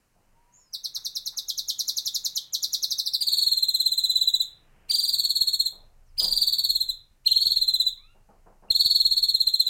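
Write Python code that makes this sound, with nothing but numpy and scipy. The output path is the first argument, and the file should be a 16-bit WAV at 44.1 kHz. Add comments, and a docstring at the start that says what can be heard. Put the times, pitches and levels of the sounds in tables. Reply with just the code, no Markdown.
"""A caged songbird sings close to a small microphone in a hard-walled room: first a run of falling chips,
then five trills of short whistles that arch up and down in pitch. Its notes are stacked sine partials,
shaped by throat and beak and given echoes; the loudest overdrive the microphone. Far off are faint whistles
of two gliding partials, soft thuds and scuffs of fading noise, and a bed of rumble, drone, murmur and hiss."""
import sys
import numpy as np
from scipy import signal
from scipy.fft import rfft, irfft, next_fast_len
from scipy.io import wavfile
from scipy.ndimage import uniform_filter1d, map_coordinates

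SR = 44100
rng = np.random.default_rng(int(sys.argv[2]) if len(sys.argv) > 2 else 0)


def invert_db(x):
    """Field ratio 10**(x/20) for x, a level in decibels (scalar or array-like)."""
    u = np.asarray(x, float) / 20
    return 10 ** u


def store_pcm(level_fs):
    """Save levels as 16-bit WAV."""
    pcm = np.round(np.clip(level_fs, -1, 1) * 32767).astype(np.int16)
    wavfile.write(sys.argv[1], SR, np.atleast_2d(pcm).T)


N = 427329

# Falling chips: (start of the slide [s], level before trim [dB])
CHIP_NOTES = [(0.732, -21), (0.84, -19.5), (0.947, -19.5), (1.048, -18), (1.153, -18), (1.258, -19),
              (1.371, -17.5), (1.483, -17.5), (1.576, -16.5), (1.682, -15.5), (1.789, -14.5), (1.878, -14),
              (1.967, -15), (2.056, -15.5), (2.144, -14.5), (2.246, -14.5), (2.356, -15.5), (2.531, -15),
              (2.627, -13.5), (2.729, -13), (2.826, -13.5), (2.906, -14), (2.983, -14), (3.058, -15),
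              (3.133, -12.5)]
# Starting pitch over the run, before scatter; it rises, then sinks toward the trill: (time [s], pitch [Hz])
CHIP_START_PITCH = [(.73, 6230), (.95, 6650), (1.3, 6860), (1.9, 7070), (2.73, 7000), (2.95, 6440),
                    (3.13, 5750)]
# Chips that slide on a little further: (index counted from 0)
DEEP_CHIP_INDEX = [7, 9, 13, 16, 17]
# Chip overtones, before scatter: (multiple of the pitch, level [dB])
CHIP_PARTIALS = [(2, -13.5), (3, -19), (4, -46)]
# Soft thin notes of the bird, some of them the catch that opens a trill:
# (start of the slide [s], level [dB], from pitch [Hz], to pitch [Hz], slide length [ms])
PEEP_NOTES = [(.525, -58, 6760, 6600, 51), (.54, -60, 7350, 6720, 126), (.57, -67, 5830, 4560, 250),
              (4.883, -58.5, 2970, 1960, 28), (4.89, -52.5, 3440, 3400, 13), (6.06, -72.5, 6470, 4240, 69),
              (6.168, -62, 3460, 2020, 10), (7.247, -58.5, 2430, 3600, 6.9), (8.685, -59, 2710, 2840, 9.8)]
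# Trill notes: (time of the loudness crest [s], level before trim [dB])
TRILL_NOTES = [(3.214, -8.5), (3.275, -9), (3.327, -7.5), (3.379, -9), (3.423, -9), (3.472, -10),
               (3.523, -9.5), (3.577, -11.5), (3.632, -11.5), (3.691, -11), (3.749, -10), (3.805, -10),
               (3.865, -9.5), (3.924, -11), (3.983, -11), (4.043, -10), (4.101, -10.5), (4.161, -10.5),
               (4.217, -11), (4.278, -11), (4.343, -10), (4.406, -12), (4.905, -11), (4.945, -8.5),
               (4.991, -10), (5.039, -10), (5.087, -8.5), (5.138, -8.5), (5.192, -8.5), (5.245, -9),
               (5.3, -9.5), (5.36, -9.5), (5.414, -9), (5.478, -10), (5.538, -10), (5.603, -9),
               (5.664, -11.5), (6.19, -8.5), (6.235, -7.5), (6.276, -14.5), (6.322, -8.5), (6.371, -8),
               (6.421, -6.5), (6.476, -7), (6.529, -6.5), (6.588, -8), (6.644, -6), (6.7, -7.5),
               (6.76, -10.5), (6.813, -11), (6.895, -16), (7.272, -9.5), (7.322, -9.5), (7.369, -9),
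               (7.416, -8.5), (7.463, -7.5), (7.513, -9.5), (7.568, -11), (7.622, -10.5), (7.686, -10.5),
               (7.744, -9.5), (7.805, -9), (7.869, -10.5), (8.706, -9), (8.757, -8.5), (8.804, -5),
               (8.856, -5), (8.908, -7), (8.957, -7), (9.008, -8.5), (9.059, -8), (9.119, -9), (9.174, -8),
               (9.233, -7), (9.292, -9), (9.349, -10.5), (9.409, -10), (9.475, -10), (9.542, -11),
               (9.602, -9.5), (9.671, -12)]
# Melody of each trill, mostly sagging as the breath runs out; pitch before scatter, times before stretching:
# (time [s], crest pitch [Hz], rise time [ms], fall time [ms])
TRILL_MELODIES = [
    [(3.215, 4805, 9, 16), (3.277, 4520, 11, 15.6), (3.4, 4450, 15, 14.3), (3.52, 4257, 15, 11.4),
     (3.8, 4142, 14, 14), (4.41, 4001, 11, 17.2)],
    [(4.905, 4736, 20, 13.3), (5.04, 4698, 19, 16.3), (5.089, 4820, 15, 10.4), (5.137, 4483, 13, 10.7),
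     (5.36, 4390, 10, 12), (5.663, 4232, 14, 8.5)],
    [(6.19, 4974, 21, 14.2), (6.32, 4760, 21, 13.1), (6.53, 4510, 8.5, 10.5), (6.645, 4496, 9.1, 9.6),
     (6.76, 4267, 17, 9), (6.895, 4102, 14, 14.7)],
    [(7.272, 4240, 25, 8.3), (7.322, 4156, 24, 8.4), (7.416, 4400, 18, 13.5), (7.515, 4356, 15, 14),
     (7.62, 4204, 17, 14), (7.869, 4024, 13, 15.4)],
    [(8.706, 4270, 7, 15), (8.756, 4346, 15, 11.1), (8.856, 4505, 15, 9.6), (8.98, 4312, 16, 9.6),
     (9.1, 4327, 17, 10.7), (9.233, 4358, 12, 11), (9.35, 4280, 14, 12.1), (9.6, 4178, 11, 15),
     (9.671, 4000, 14, 10.3)],
]
# Voicing of each trill: (extra pitch drop at its opening [Hz], octave boost [dB], boost of higher partials [dB])
TRILL_VOICING = [(50, 2, -1), (300, 4.5, 0.5), (320, 0.5, -0.5), (583, -3, -4), (30, -1.5, -3.5)]
# Trill partials before voicing and scatter: (multiple of the pitch, level [dB])
TRILL_PARTIALS = [(1, -0.16), (2, -15.5), (3, -19.5), (4, -27), (5, -43.5)]
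# How tightly each trill partial gathers at the crest: (power on the rise, power on the fall)
PARTIAL_NARROWING = [(4, 2.8), (.9, 1.3), (5, 2.6), (5, 2), (5, 2)]
# Airy roughness in the trill notes: (frequency [Hz], relative density [dB per Hz])
BREATH_SPECTRUM = [(1200, -30), (2200, -5), (3000, 3), (5800, -4.5), (9500, -10), (15000, -8)]
# Colour of throat and beak: (frequency [Hz], gain [dB])
THROAT_GAIN = [(2500, 8), (3300, -2), (4200, -1.02), (5200, -5), (7000, -0.5), (9300, -11), (11800, 1),
               (12900, 1.5), (14200, -2.5), (16000, 4.5)]
# The bird shifts its head between phrases: (time [s])
HEAD_TURNS = [0, 3.19, 4.8, 6.0, 7.2, 8.5, 10]
# Near echoes from perch, shelf and walls, before shift and trim: (delay [ms], level [dB])
NEAR_ECHOES = [(0.961, -9.9), (1.703, -9.7), (3.288, -13.9), (4.51, -18.7), (5.215, -14.8), (5.993, -19.1),
               (7.068, -15.8), (9.147, -14.7), (11.077, -15.9), (11.9, -18.8), (13.512, -16.6),
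               (14.363, -19.5), (16.209, -20.5), (17.791, -19.8), (19.438, -21.3), (20.313, -20.6)]
# Decay of the diffuse room tail: (frequency [Hz], time to fall 60 dB [s])
ROOM_DECAY = [(500, .4), (3000, .42), (4500, 0.25), (8000, 0.22), (15000, .25)]
# Far whistles, one list each, levels before the room: (time [s], pitch [Hz], level [dB])
WHISTLE_GLIDES = [
    [(.33, 898, -73), (.414, 950, -65), (.55, 972, -75), (.7, 1065, -82)],
    [(7.97, 1026, -74), (8.03, 1223, -73), (8.11, 1402, -70), (8.2, 1424, -108)],
]
# Second partial of each whistle against its first: (level [dB])
WHISTLE_OCTAVES = [-30, 3.5]
# Soft far thuds: (start [s], level before trim [dB], time to fall 60 dB [s])
THUD_HITS = [(0.149, -75.5, 1), (5.719, -66.5, 0.99), (6.207, -50.5, 0.57), (8.145, -67.5, 0.36),
             (8.284, -60.5, 0.4), (8.459, -57.5, 0.37), (8.622, -60, 0.56)]
# Colour of the thuds: (frequency [Hz], relative density [dB per Hz])
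THUD_SPECTRUM = [(47, -49), (80, -17), (124, -29.5), (187, -3), (253, -16), (494, -9.5), (827, -9),
                 (1450, -22.5), (3000, -48), (3900, -76.5), (6600, -120)]
# Faint scuffs: (start [s], level before trim [dB])
SCUFF_HITS = [(.96, -63), (1.321, -62.5)]
# Colour of the scuffs: (frequency [Hz], relative density [dB per Hz])
SCUFF_SPECTRUM = [(400, -35), (900, -2), (1400, -2), (2100, -10), (3200, -50)]
# Swells of the low rumble: (time [s], level before trim [dB])
RUMBLE_SWELLS = [(0, -67), (2.51, -64), (3.56, -63.5), (4.43, -59.5), (5.13, -57.5), (5.56, -60),
                 (6.301, -47.5), (6.85, -52), (7.2, -60), (7.5, -52.5), (7.99, -57.5), (8.85, -56),
                 (9.119, -52.5), (9.69, -68)]
# Colour of the rumble: (frequency [Hz], relative density [dB per Hz])
RUMBLE_SPECTRUM = [(12, -50.5), (22, 7.5), (29, -9), (40, -15), (70, -15.5), (130, -21), (250, -68)]
# Swells of the murmuring air, before wavering: (time [s], level [dB])
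MURMUR_SWELLS = [(0, -73.5), (1.2, -70), (2.8, -67), (3.5, -74), (4.8, -65), (5.9, -72.5), (8.3, -74.5),
                 (9.69, -78)]
# Colour of the murmur and of the haze under the song: (frequency [Hz], relative density [dB per Hz])
MURMUR_SPECTRUM = [(50, -32), (110, -4), (280, -14), (900, -17), (1800, -19.5), (3000, -22.5),
                   (5000, -74.5)]
# Colour of the steady hiss: (frequency [Hz], relative density [dB per Hz])
HISS_SPECTRUM = [(800, -27.5), (2500, -24), (4100, -7.5), (7000, -7), (15000, -12), (16500, -21)]
# Colour of the grit under loud notes: (frequency [Hz], relative density [dB per Hz])
RASP_SPECTRUM = [(60, 7.5), (500, -3), (1500, -8.5), (3000, -8.5), (6000, -18), (16000, -20.5)]


def bird():
    """Every stretch of song after the first meets slightly shifted near echoes, as the head has turned."""
    peeps = sliding_notes(PEEP_NOTES, [], attack=.3, release=.5, trim_db=0, tremble=.022)
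    voice = chips() + peeps + trills()
    track = np.zeros(N)
    for begin, end in zip(HEAD_TURNS, HEAD_TURNS[1:]):
        shift_ms = .015 if begin else 0
        phrase = voice[round(begin * SR):round(end * SR)]
        add(track, begin, room(phrase, early_db=3.5, late_db=-4, shift_ms=shift_ms))
    return track


def chips(end_hz=3463, length_ms=24, scatter=.012, deeper_hz=277, longer_ms=4):
    """Falling slides that land near one pitch, each led by a tiny high tick that glides upward."""
    vary = 1 + scatter * rng.standard_normal((len(CHIP_NOTES), 2))
    is_deep = np.isin(range(len(CHIP_NOTES)), DEEP_CHIP_INDEX)
    slides, ticks = [], []
    for (s, db), (vary_start, vary_end), deep in zip(CHIP_NOTES, vary, is_deep):
        from_hz = vary_start * np.interp(s, *np.transpose(CHIP_START_PITCH))
        to_hz = vary_end * end_hz - deep * deeper_hz
        slides.append((s, db, from_hz, to_hz, length_ms + deep * longer_ms))
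        # a tick's level moves 1.5 dB for each dB of its chip
        ticks.append((s - .007, 1.5 * db, .95 * from_hz, 1.1 * from_hz, 7))
    body = sliding_notes(slides, CHIP_PARTIALS, attack=0.35, release=0.32, trim_db=-6, tremble=.012)
    return body + sliding_notes(ticks, [], attack=0.9, release=0.85, trim_db=-8.5, tremble=0.0054)


def sliding_notes(table, overtones, attack, release, trim_db, tremble):
    """Whistles that slide from one pitch to another, with a short hold of pitch at either end."""
    track = np.zeros(N)
    for s, db, from_hz, to_hz, ms in table:
        u = np.linspace(-.1, 1.1, round(1.2 * ms * SR / 1000))  # the slide runs from 0 to 1
        hz = to_hz + (from_hz - to_hz) * (1 - np.clip(u, 0, 1)) ** 1.172  # the slide brakes near its end
        elapsed, left = u - u[0], u[-1] - u
        swell = np.clip(elapsed / attack, 0, 1) * np.clip(left / release, 0, 1) ** 2
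        late = np.clip(elapsed / 0.24, 0, 1) ** 2  # overtones ease in behind the fundamental
        partials = [(0.98, swell)]
        for multiple, overtone_db in overtones:
            gain = invert_db(overtone_db + rng.normal(0, 0.5))
            partials.append((round(multiple), swell * late * gain))
        add(track, s - ms / 10000, invert_db(db + trim_db) * syrinx(hz, partials, tremble))
    return track


def trills(early_ms=2.0, brisk=.85, foot_hz=3300, valley_hz=3300, lead=1.1, trail=1.537):
    """Notes climb, crest and drop low; trills after the first start abruptly, and openings drop by their own amount."""
    track = np.zeros(N)
    last, start, phrase = CHIP_NOTES[-1][0], 0, 0
    at, *melody = np.transpose(np.concatenate(TRILL_MELODIES))
    for s, db in TRILL_NOTES:
        crest_hz, rise_ms, fall_ms = (np.interp(s, at, column) for column in melody)
        crest_hz = crest_hz * (1 + .004 * rng.standard_normal())
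        fresh = s - last > .2  # a gap this long [s] opens a new trill
        if fresh or not start:
            start = s
        last = s
        phrase += fresh
        since_start = s - start
        opening_hz, octave_db, higher_db = TRILL_VOICING[phrase]

        # time [ms] from the loudness crest; pitch peaks before loudness
        t = np.arange(-lead * rise_ms * SR / 1000, trail * fall_ms * SR / 1000) * 1000 / SR
        from_pitch_peak = t + early_ms
        v = np.where(t < -early_ms, from_pitch_peak / (brisk * rise_ms), from_pitch_peak / (fall_ms + early_ms))
        low_hz = np.where(v < 0, foot_hz, valley_hz - opening_hz * np.exp(-since_start / 0.094))
        arch = np.tanh(1.294 * np.abs(v) ** np.where(v < 0, 2.2, 2.8))
        hz = crest_hz - (crest_hz - low_hz) * arch

        u = np.where(t < 0, t / rise_ms, t / fall_ms)
        bell = np.abs(np.cos(np.pi / 2 * u / np.where(u < 0, lead, trail)))
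        # the breath clears by up to 12 dB as the phrase settles
        clearing_db = 12 * (1 - np.exp(-since_start / 0.067))
        breath = invert_db(-36 - clearing_db + rng.normal(0, 4.5)) * bell * coloured(BREATH_SPECTRUM, len(t))
        voiced_db = [0, octave_db] + [higher_db] * (len(TRILL_PARTIALS) - 2)
        partials = []
        for (multiple, partial_db), boost_db, (up, down) in zip(TRILL_PARTIALS, voiced_db, PARTIAL_NARROWING):
            gain = invert_db(partial_db + boost_db + rng.normal(0, 0.53))
            envelope = bell ** np.where(u < 0, up + 3 * fresh, down)
            partials.append((round(multiple), gain * envelope))
        note = syrinx(hz, partials, tremble=0.004) + breath
        add(track, s + t[0] / 1000, invert_db(db - 6) * note)
    return track


def syrinx(hz, partials, tremble):
    """A whistle on the pitch curve hz; every (multiple, gain curve) leaves through the throat and beak."""
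    hz = hz * (1 + tremble * wobble(300, len(hz)))
    phase = 2 * np.pi * (np.cumsum(hz) / SR + rng.random())
    voice = 0
    for k, gain in partials:
        in_range = k * hz < SR / 2.3  # partials too high to render fall silent
        voice = voice + gain * invert_db(along(THROAT_GAIN, k * hz)) * in_range * np.sin(k * phase)
    return voice


def room(x, early_db, late_db, shift_ms, size=4096):
    """Adds near echoes and a diffuse noise wash, drawn afresh for each short overlapping stretch of sound."""
    ms, db = np.transpose(NEAR_ECHOES)
    delay = (ms + shift_ms * rng.standard_normal(len(ms))) * SR / 1000
    near = invert_db(db + early_db) @ np.sinc(np.arange(1200) - delay[:, None])  # delays between samples
    near[0] += 1  # direct sound
    x = np.pad(x, (size // 2, size + SR // 2))
    out = signal.fftconvolve(x, near)[:len(x)]
    fade = np.sin(np.pi * np.arange(size) / size)
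    for i in range(0, len(x) - SR // 2 - size, size // 2):
        add(out, i / SR, signal.fftconvolve(x[i:i + size] * fade, tail(late_db)))
    return out[size // 2:]


def tail(late_db):
    """The diffuse answer of the room: noise that builds up, then dies at a rate set by frequency."""
    hz, t, z = signal.stft(rng.standard_normal(SR // 2), SR, nperseg=256)
    decay = invert_db(-60 * t / along(ROOM_DECAY, hz)[:, None])
    wash = signal.istft(z * decay, SR, nperseg=256)[1]
    build_up = np.minimum(np.arange(len(wash)) / (0.0031 * SR), 1)
    return invert_db(late_db) * wash / np.linalg.norm(wash) * build_up


def far_whistles():
    """Thin rising tones from far away: two gliding sine partials put through the room."""
    track = np.zeros(N)
    for rows, octave_db in zip(WHISTLE_GLIDES, WHISTLE_OCTAVES):
        s, hz, db = np.transpose(rows)
        t = np.arange(s[0], s[-1], 1 / SR)
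        phase = 2 * np.pi * np.cumsum(np.interp(t, s, hz)) / SR
        partials = np.sin(phase) + invert_db(octave_db) * np.sin(2 * phase)
        tone = invert_db(np.interp(t, s, db)) * partials
        add(track, s[0], room(tone, early_db=-36.0, late_db=-2.5, shift_ms=.3))
    return track


def thuds():
    """Dull blows in another room: low noise that starts fast and dies away."""
    track, t = np.zeros(N), np.arange(SR // 2) / SR
    for s, db, t60 in THUD_HITS:
        onset = 1 - np.exp(-t / 0.0062)
        add(track, s, invert_db(db + 8 - 60 * t / t60) * onset * coloured(THUD_SPECTRUM, len(t)))
    return track


def scuffs(rise_s=0.019, t60=0.23):
    """Short soft rustles: midrange noise with a gentle onset and an exponential fade."""
    track, t = np.zeros(N), np.arange(SR // 2) / SR
    for s, db in SCUFF_HITS:
        onset = 1 - np.exp(-t / rise_s)
        add(track, s, invert_db(db + 9 - 60 * t / t60) * onset * coloured(SCUFF_SPECTRUM, len(t)))
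    return track


def rumble(drone_hz=29.2, drone_db=-7):
    """Low noise that swells and fades, with a drone inside it that wavers in pitch and level."""
    drone_phase = 2 * np.pi * np.cumsum(drone_hz * (1 + .05 * wobble(2, N))) / SR
    drone = invert_db(drone_db + 2.5 * wobble(12, N)) * np.sin(drone_phase)
    noise = invert_db(2.1 * wobble(3.7, N)) * coloured(RUMBLE_SPECTRUM, N)
    swell_db = np.interp(np.arange(N) / SR, *np.transpose(RUMBLE_SWELLS))
    return invert_db(swell_db - 1.5) * (noise + drone)


def murmur():
    """Murmuring air: low to middle noise on a slow, wavering level curve."""
    swell_db = np.interp(np.arange(N) / SR, *np.transpose(MURMUR_SWELLS))
    return invert_db(swell_db + 0.9 * wobble(6.3, N)) * coloured(MURMUR_SPECTRUM, N)


def hiss():
    """Steady treble-heavy noise."""
    return invert_db(-77.0) * coloured(HISS_SPECTRUM, N)


def unit(x):
    """Scaled to rms 1."""
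    return x / np.sqrt(np.mean(x ** 2) + 1e-20)


def along(points, hz):
    """Reads (frequency [Hz], value) points on a log frequency axis."""
    f, v = np.transpose(points)
    return np.interp(np.log(hz + 1), np.log(f + 1), v)


def wobble(rate, size):
    """A smooth random curve, rate knots a second."""
    knots = rng.standard_normal(int(size * rate / SR) + 4)
    return map_coordinates(knots, [np.arange(size) * rate / SR])


def coloured(spectrum, size):
    """Noise of rms 1 with the given spectrum."""
    m = next_fast_len(size + 8192)
    gain = invert_db(along(spectrum, np.fft.rfftfreq(m, 1 / SR)))
    return unit(irfft(rfft(rng.standard_normal(m)) * gain, m)[:size])


def add(track, s, x):
    """Mixes x into the track from time s [s]."""
    part = track[round(s * SR):][:len(x)]
    part += x[:len(part)]


def scene():
    """The bird near, the rest far."""
    background = rumble() + murmur() + hiss()
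    return (bird() + far_whistles() + thuds() + scuffs() + background)[None]


def roll_off(x):
    """The treble ends steeply here."""
    return signal.sosfilt(signal.butter(12, 16820, fs=SR, output="sos"), x)


def record(dry, knee=12, lopsided=0.1, rasp_db=-33, thump_db=-38, haze_db=-57, haze_power=0.47):
    """The capsule bends unevenly, rasps as it is driven and flattens the loudest crests, one side first."""
    top, uneven = .32, .012  # mean ceiling of the capsule, and its offset either way
    drive = np.sqrt(np.abs(uniform_filter1d(dry ** 2, size=70))) / top
    # the grit grows much faster than the note
    rasp = invert_db(rasp_db + 5.7 * wobble(25, N)) * drive ** 6 * coloured(RASP_SPECTRUM, N)
    # the diaphragm is pushed off centre at the crests
    thump = invert_db(thump_db + 1.3 * wobble(3.6, N)) * drive ** 4
    # a low haze swells with the song
    slow_drive = np.sqrt(np.abs(uniform_filter1d(dry ** 2, size=600))) / top
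    haze = invert_db(haze_db + 1.5 * wobble(20, N)) * slow_drive ** haze_power * coloured(MURMUR_SPECTRUM, N)
    bent = dry + lopsided * dry ** 2 + rasp + thump + haze
    ceiling = top + uneven * np.sign(bent)
    flat = bent / (1 + np.abs(bent / ceiling) ** knee) ** (1 / knee)
    lowpass = signal.ellip(10, .2, 60, 16000, fs=SR, output="sos")  # steep treble limit at 16 kHz
    finished = signal.sosfilt(lowpass, flat)
    return roll_off(finished)


dry = scene()
out = record(dry)
store_pcm(out)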